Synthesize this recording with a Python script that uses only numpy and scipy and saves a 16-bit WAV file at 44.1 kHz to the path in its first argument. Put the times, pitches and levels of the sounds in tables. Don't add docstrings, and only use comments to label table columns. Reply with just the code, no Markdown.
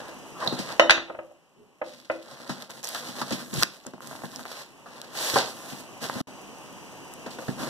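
import sys
import numpy as np
from scipy import signal
from scipy.fft import rfft, irfft, next_fast_len
from scipy.io import wavfile
from scipy.ndimage import uniform_filter1d, map_coordinates

SR = 44100
rng = np.random.default_rng(int(sys.argv[2]) if len(sys.argv) > 2 else 0)


def inscribe(sig):
    pcm = np.round(np.clip(np.atleast_2d(sig).T, -1, 1) * 32767)
    wavfile.write(sys.argv[1], SR, pcm.astype(np.int16))


N = 339129

# frequency in Hz, relative density in dB.
ROOM_TONE_SPECTRUM = [(25, -4), (80, -2.5), (140, 6.5), (260, 4.5), (540, -2.5), (1050, -5.5),
                      (1400, -13.5), (2000, -15), (2900, -9.5), (3500, -20.5), (7000, -19), (11000, -26),
                      (15000, -31)]
SHIFT_SPECTRUM = [(100, -16), (220, -2), (300, -23), (410, -1.5), (520, -26), (1200, -46), (4000, -58)]
THUD_SPECTRUM = [(120, -16), (330, -8.5), (480, -6.5), (590, 4), (850, -12), (1300, -16), (2500, -16.5),
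                 (6000, -54.5)]
CLATTER_SPECTRUM = [(200, -5), (700, -7.5), (1100, -7), (1600, 2.5), (2100, -2), (2800, -3.5),
                    (6000, -52.5)]
CLINK_SPECTRUM = [(1200, -32.5), (2400, 1), (3100, -5), (3900, 0.5), (5300, -9.5), (6600, -11),
                  (8000, -21.5), (15000, -32.5)]
TIP_SPECTRUM = [(1000, -26.5), (3000, -19), (3800, 3.5), (4150, 10), (4700, -14.5), (8000, -27),
                (15000, -33.5)]
FOLD_SPECTRUM = [(150, 7.5), (700, 7.5), (1900, -3.5), (3000, -21), (8000, -25)]
BOARD_SPECTRUM = [(100, -17), (300, -2), (550, 2), (800, -3), (1300, -5), (1800, -6.5), (2600, -24),
                  (4500, -26.5), (9000, -74.5)]
TAPE_SPECTRUM = [(700, -33), (1700, -2.5), (2700, -2.5), (4300, 4.5), (6000, -3), (7500, -7), (9500, -12),
                 (15000, -29)]
PEEL_SPECTRUM = [(3000, -35), (6000, -1), (8500, -3.5), (12500, -5), (14500, -10.5), (16000, -6.5)]

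# frequency in Hz, level in dB.
WHINE_TONES = [(5000, -68), (6000, -63), (7000, -66.5), (8335, -72), (10000, -75)]
# time in seconds, gain in dB.
BACKGROUND_GAIN = [(0, 1), (.78, 2.5), (1.05, -11), (1.5, -16.5), (3.8, -10.5), (5.9, 1), (7.69, 2.5)]
# frequency in Hz, seconds to fall 60 dB.
ROOM_DECAY = [(120, 0.58), (500, 0.42), (1500, 0.28), (4000, 0.34), (12000, 0.2)]
# frequency in Hz, level in dB, seconds to fall 60 dB.
TABLE_MODES = [(335, -10, .42), (532, -2, .1), (592, -1, .075), (655, -4, .06), (765, -13, .09),
               (925, -9, .07), (1100, -13, .1), (1290, -8, .07)]
TOOL_MODES = [(1287, -8, .08), (1873, -6, .07), (2840, -4, .06), (2972, -3, .095), (3050, -13, .11),
              (3720, -14, .2), (5500, -22, .2), (6470, -21, .16)]
# frequency in Hz, width in Hz, level in dB.
BOX_MODES = [(84.2, 200, -21.5), (140.5, 21, -3), (192.5, 16, -4.5), (244, 30, -3), (358, 62, -16)]

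# start in seconds, relative levels of clatter, thud, tool ring
# and clink in dB, contact time in seconds.
TOOL_KNOCKS = [(0.7961, -7, -14.5, -14.5, -27, .0002), (0.818, -32, -22, -32, -48, .002),
               (0.8953, -4.5, -38, -27, -18, .0018), (0.9065, -3, -24, -24, -17, .0002),
               (0.976, -19, -36.5, -35, -40, 0.0035), (1.081, -40, -48, -47, -50, .004),
               (1.096, -31, -32.5, -52, -60, 0.006), (1.145, -33, -38.5, -56, -66, 0.005),
               (1.187, -29, -35, -56, -63, 0.0045), (1.305, -50, -47, -75, -74, 0.01),
               (1.8145, -40, -29.5, -55, -63, .003), (2.0976, -20.5, -25.5, -41, -56, 0.003)]
# start in seconds, relative level in dB.
FOLD_TICKS = [(3.851, -40), (3.937, -36.5), (3.981, -38), (4.006, -33), (4.112, -32), (4.13, -32),
              (4.153, -31.5), (4.179, -38), (4.22, -30.5), (4.248, -34), (4.394, -32.5), (4.454, -28),
              (4.461, -30.5), (4.516, -30), (6.098, -17), (6.2064, -23)]
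# start in seconds, relative slap level in dB, slap pitch in Hz,
# relative levels of thump and crack in dB, seconds for slap and crack to fall 60 dB.
BOX_BUMPS = [(0.461, -16.5, 684, -39.5, -32, 0.25), (0.523, -17.5, 361, -36.5, -37, 0.17),
             (0.589, -21.5, 474, -40, -26.5, 0.28), (2.493, -20.5, 990, -38, -29.5, 0.26),
             (2.948, -21, 1460, -56, -35, 0.15), (3.084, -39, 400, -49.5, -37, 0.22),
             (3.214, -16.5, 1100, -43, -29.5, 0.088), (3.306, -18, 300, -38, -32, 0.13),
             (3.322, -26, 320, -38, -25, 0.16), (3.624, -12.5, 1720, -44, -42, 0.019),
             (3.632, -18, 1800, -49.5, -47, 0.0088), (3.862, -29, 574, -49.5, -45, 0.15),
             (3.934, -33, 694, -49.5, -52, 0.19), (4.235, -22.5, 696, -45, -60, 0.073),
             (4.858, -32, 1120, -72, -56, 0.2), (5.334, -16, 300, -39.5, -41, 0.07),
             (5.358, -5, 740, -58, -35, 0.13), (5.364, -10, 900, -46.5, -22.5, 0.35),
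             (5.72, -31, 721, -46, -40, 0.25), (6.153, -24, 516, -39.5, -54, 0.15),
             (6.2025, -34, 404, -36.5, -42, 0.044), (7.261, -21, 338, -48, -40, 0.13),
             (7.385, -21.5, 380, -57, -44, 0.087), (7.42, -25.5, 620, -65, -50, 0.078),
             (7.482, -17.5, 360, -33, -42, 0.086), (7.502, -32, 260, -43.5, -49, 0.12)]
# start in seconds, relative level in dB, pitch in Hz.
TAPE_SNAPS = [(0.589, -23.5, 3780), (2.6231, -18.5, 3960), (2.7065, -22, 5670), (2.8303, -23, 6000),
              (2.842, -16, 5500), (2.846, -13.5, 5670), (2.8535, -17, 5600), (2.8728, -16, 6300),
              (2.8894, -13, 9000), (2.9482, -12, 3650), (3.308, -20, 6000), (3.5403, -13.5, 6200),
              (3.6262, -3.5, 4400), (3.6329, 4.5, 4500), (3.8669, -18.5, 5800), (4.073, -21.5, 6200),
              (4.3605, -15, 5300), (5.016, -18.5, 4000), (7.138, -22.5, 7300)]
# time in seconds, pitch in Hz, level in dB.
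SQUEAK_GLIDE = [(0.35, 1244, -50.5), (0.405, 1119, -47.5), (0.43, 1071, -31.5), (0.455, 829, -43),
                (0.47, 709, -27), (0.51, 630, -55.5)]
GROAN_GLIDE = [(3.528, 240, -35), (3.536, 215, -21), (3.552, 160, -27), (3.58, 138, -18), (3.605, 130, -22),
               (3.63, 120, -31)]
# start, attack and length in seconds, relative
# mid-stroke levels of rub, rasp and flex in dB, sizzle over the rasp in dB, swell start to end in dB.
SLIDING_STROKES = [(0, 0.0029, 0.3, -47, -63, -64, -19, -18),
                   (0.356, 0.088, 0.075, -30.5, -45.5, -56, -13, 6.5),
                   (0.471, 0.022, 0.25, -39.5, -48.5, -59, -12, 6),
                   (1.814, 0.076, 0.36, -59.5, -58.5, -68, -9.5, -7.5),
                   (2.195, 0.046, 0.43, -46.5, -54, -61, -5.5, 4),
                   (2.688, 0.016, 0.11, -47, -52.5, -59, -2, -11),
                   (2.827, 0.014, 0.15, -40.5, -42.5, -60.5, -1.5, 1.5),
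                   (2.981, 0.06, 0.42, -40, -46, -54, -4, 3), (3.405, 0.062, 0.15, -45, -54, -50.5, 5, 7.5),
                   (3.645, 0.02, 0.23, -54, -58, -77, -4, -5),
                   (4.004, 0.022, 0.49, -46.5, -55, -56, 0.5, -5.5),
                   (4.41, 0.097, 0.21, -43.5, -47, -69, -5, -3.5),
                   (4.857, 0.01, 0.36, -46.5, -56.5, -61.5, -7.5, 9),
                   (5.093, 0.14, 0.27, -33.5, -34, -62, -2, 5),
                   (5.32, 0.029, 0.074, -27.5, -30.5, -48.5, -24, 6),
                   (5.423, 0.04, 0.38, -47.5, -53, -62, 2, -0.5),
                   (5.995, 0.05, 0.057, -32, -37.5, -46, -3, -0.5),
                   (6.063, 0.037, 0.14, -40, -48, -54.5, -3, 9),
                   (7.302, 0.0064, 0.011, -48, -40.5, -55, -4, -6.5),
                   (7.365, 0.058, 0.16, -49.5, -55, -64, 1, 1),
                   (7.546, 0.054, 0.16, -35.5, -46.5, -44.5, -2.5, 10)]

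# frequency in Hz, side gain in dB.
MIC_SPREAD = [(60, -6.5), (140, -14), (280, -18), (550, -8.5), (1000, -3.5), (1700, 0), (3000, -1),
              (15000, 1)]
# frequency in Hz, left over right in dB.
MIC_BALANCE = [(100, -0.5), (300, 5), (1200, -0.5), (2500, 7), (4500, -6), (8000, -1.5), (13000, -2)]


def amp(db):
    return 10 ** (np.asarray(db) / 20)


def unit(x):
    return x / np.sqrt(np.mean(x[0] ** 2) + 1e-20)


def along(points, hz):
    freqs, values = np.transpose(points)
    return np.interp(np.log(hz + 1), np.log(freqs), values)


def curves(rows):
    times, *columns = np.transpose(rows)
    return [np.interp(np.arange(N) / SR, times, column) for column in columns]


def wobble(rate):
    return map_coordinates(rng.standard_normal(int(N * rate / SR) + 4), [np.arange(N) * rate / SR])


def filtered(x, response):
    n = x.shape[-1]
    padded = 2 * next_fast_len(n // 2 + 4096)
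    return irfft(rfft(x, padded) * response(np.fft.rfftfreq(padded, 1 / SR)), padded)[..., :n]


def colour(points):
    def response(hz):
        cepstrum = irfft(np.log(amp(along(points, hz))))
        half = len(cepstrum) // 2
        cepstrum[1:half] *= 2
        cepstrum[half + 1:] = 0
        return unit(np.exp(rfft(cepstrum))[None])[0]
    return response


def add(track, at_s, sound):
    start = round(at_s * SR)
    track[:, start:start + sound.shape[1]] += sound[:, :N - start]


def burst(response, t60, window=0.016, attack=0):
    t = np.arange(SR // 3) / SR
    onset = np.minimum((t + 1 / SR) / max(attack, 1 / SR), 1)
    decay = amp(-60 * t / max(t60, .001))
    puff = filtered(rng.standard_normal((2, len(t))) * onset * decay, response)
    return puff / np.sqrt(np.sum(puff ** 2, axis=1, keepdims=True) / (window * SR))


def impulses(per_s, scatter_db):
    hits = rng.random(N) < per_s / SR
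    sizes = amp(scatter_db * np.minimum(rng.exponential(size=N), 3))
    return unit(hits * sizes * rng.choice([-1, 1], (2, N)))


def friction(response, slips_per_s, smooth_share):
    share = np.clip(smooth_share, 0, 1)
    slips = np.sqrt(1 - share) * impulses(slips_per_s, scatter_db=4)
    rush = np.sqrt(share) * rng.standard_normal((2, N))
    return unit(filtered(slips + rush, response))


def stroke(start, attack, length, swell_db, release_db_per_s=232):
    t = np.arange(N) / SR - start
    onset = np.sin(np.pi / 2 * np.clip(t / attack, 0, 1)) ** 2
    hold_db = swell_db * (np.clip(t / length, 0, 1) - .5)
    release_db = -release_db_per_s * np.clip(t - length, 0, .5)
    return onset * amp(hold_db + release_db)


def background():
    t = np.arange(N) / SR
    air = amp(-48) * filtered(rng.standard_normal((2, N)), colour(ROOM_TONE_SPECTRUM))
    whine = np.zeros((2, N))
    for hz, db in WHINE_TONES:
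        phase = rng.uniform(0, 2 * np.pi, (2, 1)) + 0.4 * wobble(25)
        whine += amp(db) * np.sin(2 * np.pi * hz * t + phase)
    gain_db, = curves(BACKGROUND_GAIN)
    return amp(gain_db) * air + amp(1.6 * gain_db) * whine


def room_echo(sound):
    hz, t, noise = signal.stft(rng.standard_normal((2, SR * 2 // 3)), SR, nperseg=256)
    decay = amp(-60 * t / along(ROOM_DECAY, hz)[:, None])
    tail = signal.istft(noise * decay, SR, nperseg=256)[1]
    tail *= 1 - np.exp(-np.arange(tail.shape[1]) / SR / 0.0011)
    return signal.fftconvolve(sound[:1], tail / np.linalg.norm(tail[0]), axes=1)[:, :N]


def box_shift():
    rush = filtered(rng.standard_normal((2, N)), colour(SHIFT_SPECTRUM))
    return amp(-61) * stroke(start=1.55, attack=0.044, length=0.075, swell_db=2) * rush


def ring(modes, contact_s, scatter_db):
    t = np.arange(SR // 2) / SR
    sound = np.zeros((2, len(t)))
    for hz, db, t60 in modes:
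        phase = np.array([[0], [rng.uniform(0, 2 * np.pi)]])
        detuned_hz = hz * (1 + .006 * rng.normal())
        envelope = amp(db + scatter_db * rng.normal() - 60 * t / t60)
        sound += envelope * np.sin(2 * np.pi * detuned_hz * t + phase)
    return filtered(sound * np.minimum(t / contact_s, 1), lambda hz: (1j * hz / (1j * hz + 150)) ** 2)


def tool_knocks():
    track = np.zeros((2, N))
    for start, clatter_db, thud_db, ring_db, clink_db, contact_s in TOOL_KNOCKS:
        table = amp(thud_db + 1.5) * ring(TABLE_MODES, contact_s, scatter_db=1.5)
        thud = amp(thud_db - 1) * burst(colour(THUD_SPECTRUM), t60=0.05, attack=contact_s)
        steel = amp(ring_db) * ring(TOOL_MODES, contact_s, scatter_db=1)
        clatter_t60 = 0.0053 + 4 * contact_s
        clatter = amp(clatter_db - 11.5) * burst(colour(CLATTER_SPECTRUM), clatter_t60, attack=contact_s)
        clink = amp(clink_db) * burst(colour(CLINK_SPECTRUM), t60=0.054, attack=contact_s)
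        corner_hz = 9 / contact_s
        for part in (table, thud, steel, clatter, clink):
            add(track, start, filtered(part, lambda hz: 1 / (1 + 1j * hz / corner_hz) ** 2))
    return track


def tip_click():
    track = np.zeros((2, N))
    add(track, 0.4748, amp(-17) * burst(colour(TIP_SPECTRUM), t60=0.014, window=0.0027))
    return track


def fold_creak():
    track = np.zeros((2, N))
    for start, db in FOLD_TICKS:
        fold = colour([(hz * 2 ** (.1 * rng.normal()), level) for hz, level in FOLD_SPECTRUM])
        add(track, start, amp(db + 1) * burst(fold, t60=.003, window=.0006))
        add(track, start, amp(db - 8) * burst(fold, t60=.04, window=.0005))
    return track


def rub_squeak(width_hz=330):
    hz, db = curves(SQUEAK_GLIDE)
    t = np.arange(N) / SR
    phase = 2 * np.pi * np.cumsum(hz) / SR
    resonance = [wobble(width_hz) * np.cos(phase) + wobble(width_hz) * np.sin(phase) for _ in range(2)]
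    gate = (t > SQUEAK_GLIDE[0][0]) & (t < SQUEAK_GLIDE[-1][0])
    return amp(db) * gate * np.array(resonance)


def flap_groan():
    hz, db = curves(GROAN_GLIDE)
    t = np.arange(N) / SR
    phase = 2 * np.pi * np.cumsum(hz * (1 + .04 * wobble(60))) / SR
    fundamental = (1 + .4 * wobble(220)) * np.sin(phase)
    octave = amp(-12) * wobble(200) * np.sin(2 * phase)
    gate = uniform_filter1d(1. * (t > GROAN_GLIDE[0][0]) * (t < GROAN_GLIDE[-1][0]), size=200)
    return np.array([amp(db) * gate * (fundamental + octave)] * 2)


def box_resonance(hz):
    response = sum((-1) ** k * amp(db) * 1j * hz * width / (centre ** 2 - hz ** 2 + 1j * hz * width)
                   for k, (centre, width, db) in enumerate(BOX_MODES))
    return unit(response[None])[0]


def struck_spot(pitch_hz, focus_db=11):
    return colour([(hz, db - focus_db * min(abs(np.log2(hz / pitch_hz)), 1))
                   for hz, db in BOARD_SPECTRUM])


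def box_bumps(crumple_s=0.0015):
    track = np.zeros((2, N))
    for start, slap_db, pitch_hz, thump_db, crack_db, t60 in BOX_BUMPS:
        slap = struck_spot(pitch_hz)
        add(track, start, amp(slap_db - 15.5) * burst(slap, t60, attack=crumple_s))
        add(track, start, amp(slap_db - 10) * burst(slap, t60=0.063, window=0.0019, attack=crumple_s))
        add(track, start, amp(thump_db + 14.5) * burst(box_resonance, t60=0.073))
        add(track, start, amp(crack_db - 6.5) * burst(colour(TAPE_SPECTRUM), t60, attack=crumple_s))
        add(track, start, amp(crack_db - 16) * burst(colour(PEEL_SPECTRUM), t60))
    return track


def tape_snaps():
    track = np.zeros((2, N))
    for start, db, hz in TAPE_SNAPS:
        spectrum = [(hz / 8, -14), (hz / 2, -16), (hz * 0.75, -11), (hz, 0),
                    (hz * 1.45, -9), (hz * 2, -16), (hz * 4, -21)]
        add(track, start, amp(db - 11) * burst(colour(spectrum), t60=0.003, window=0.00087))
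    return track


def tape_crackle(rasp_gain):
    ticks = impulses(per_s=70, scatter_db=3.5)
    rubbed = amp(-11.5) * rasp_gain * ticks
    resting = amp(-69 + curves(BACKGROUND_GAIN)[0]) * ticks
    tape = filtered(rubbed, colour(TAPE_SPECTRUM))
    glue = filtered(.5 * rubbed + resting, colour(PEEL_SPECTRUM))
    return tape + glue


def tape_tear(start_s=3.53, end_s=3.634, growth_db_per_s=107):
    t = np.arange(N) / SR
    force = amp(-31 - growth_db_per_s * np.abs(end_s - t)) * (t > start_s) * (t < end_s)
    rip = friction(colour(TAPE_SPECTRUM), slips_per_s=1400, smooth_share=0.42)
    glue = amp(-3) * friction(colour(PEEL_SPECTRUM), slips_per_s=900, smooth_share=0.4)
    board = amp(-5) * friction(colour(BOARD_SPECTRUM), slips_per_s=340, smooth_share=0.46)
    return force * (rip + glue + board)


def sliding():
    power = np.zeros((4, N))
    for start, attack, length, rub_db, rasp_db, flex_db, sizzle_db, swell_db in SLIDING_STROKES:
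        gains = amp([flex_db, rub_db, rasp_db, rasp_db + sizzle_db])
        power += np.outer(gains, stroke(start, attack, length, swell_db)) ** 2
    hand_pressure = amp(2.3 * wobble(24))
    flex, rub, rasp, sizzle = np.sqrt(power) * hand_pressure
    speed = rasp / (rasp + amp(-54))
    grip = amp(3.3 * (1 - speed) * wobble(55))
    panels = amp(10) * flex * friction(box_resonance, slips_per_s=450, smooth_share=0.42)
    board = amp(-4.5) * rub * friction(colour(BOARD_SPECTRUM), slips_per_s=200,
                                       smooth_share=(1 + 2 * speed) / 3)
    tape = amp(0.5) * rasp * friction(colour(TAPE_SPECTRUM), slips_per_s=500, smooth_share=.75 * speed)
    glue = amp(1) * sizzle * friction(colour(PEEL_SPECTRUM), slips_per_s=1100, smooth_share=0.82)
    return grip * (panels + board + tape + glue) + tape_crackle(rasp * (1 - speed / 2))


def scene():
    tool = tool_knocks() + tip_click()
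    box = box_bumps() + fold_creak()
    snaps = tape_snaps()
    rubs = sliding() + rub_squeak() + tape_tear() + box_shift()
    echo = room_echo(amp(-7) * tool + amp(-14.5) * box + amp(-18) * snaps + amp(-10.5) * rubs)
    mid, side = tool + box + snaps + rubs + flap_groan() + echo + background()
    side = filtered(side, lambda hz: amp(along(MIC_SPREAD, hz)))
    left_right = np.array([mid + side, mid - side])
    return filtered(left_right, lambda hz: amp(along(MIC_BALANCE, hz) * np.array([[.5], [-.5]])))


def record(dry):
    lag_s, top_hz = 1 / 2286, 15200
    gap_start_s, gap_end_s = 6.215, 6.272
    # frequency in Hz, share of the other channel.
    feed = [(100, .87), (1100, .95), (2350, .96), (3400, .65), (4500, .42), (7000, .22), (15000, .15)]
    crossed = filtered(dry[::-1], lambda hz: along(feed, hz) * np.exp(-2j * np.pi * hz * lag_s))
    wide = (dry - crossed) / np.sqrt(2)
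    t = np.arange(N) / SR
    in_gap = (t > gap_start_s) & (t < gap_end_s)
    gain = uniform_filter1d(np.where(in_gap, amp(-36.5), 1), size=120)
    overloaded = np.clip(wide * gain, -1, 1)
    return filtered(overloaded, lambda hz: 1 / (1 + (hz / top_hz) ** 80))


dry = scene()
out = record(dry)
inscribe(out)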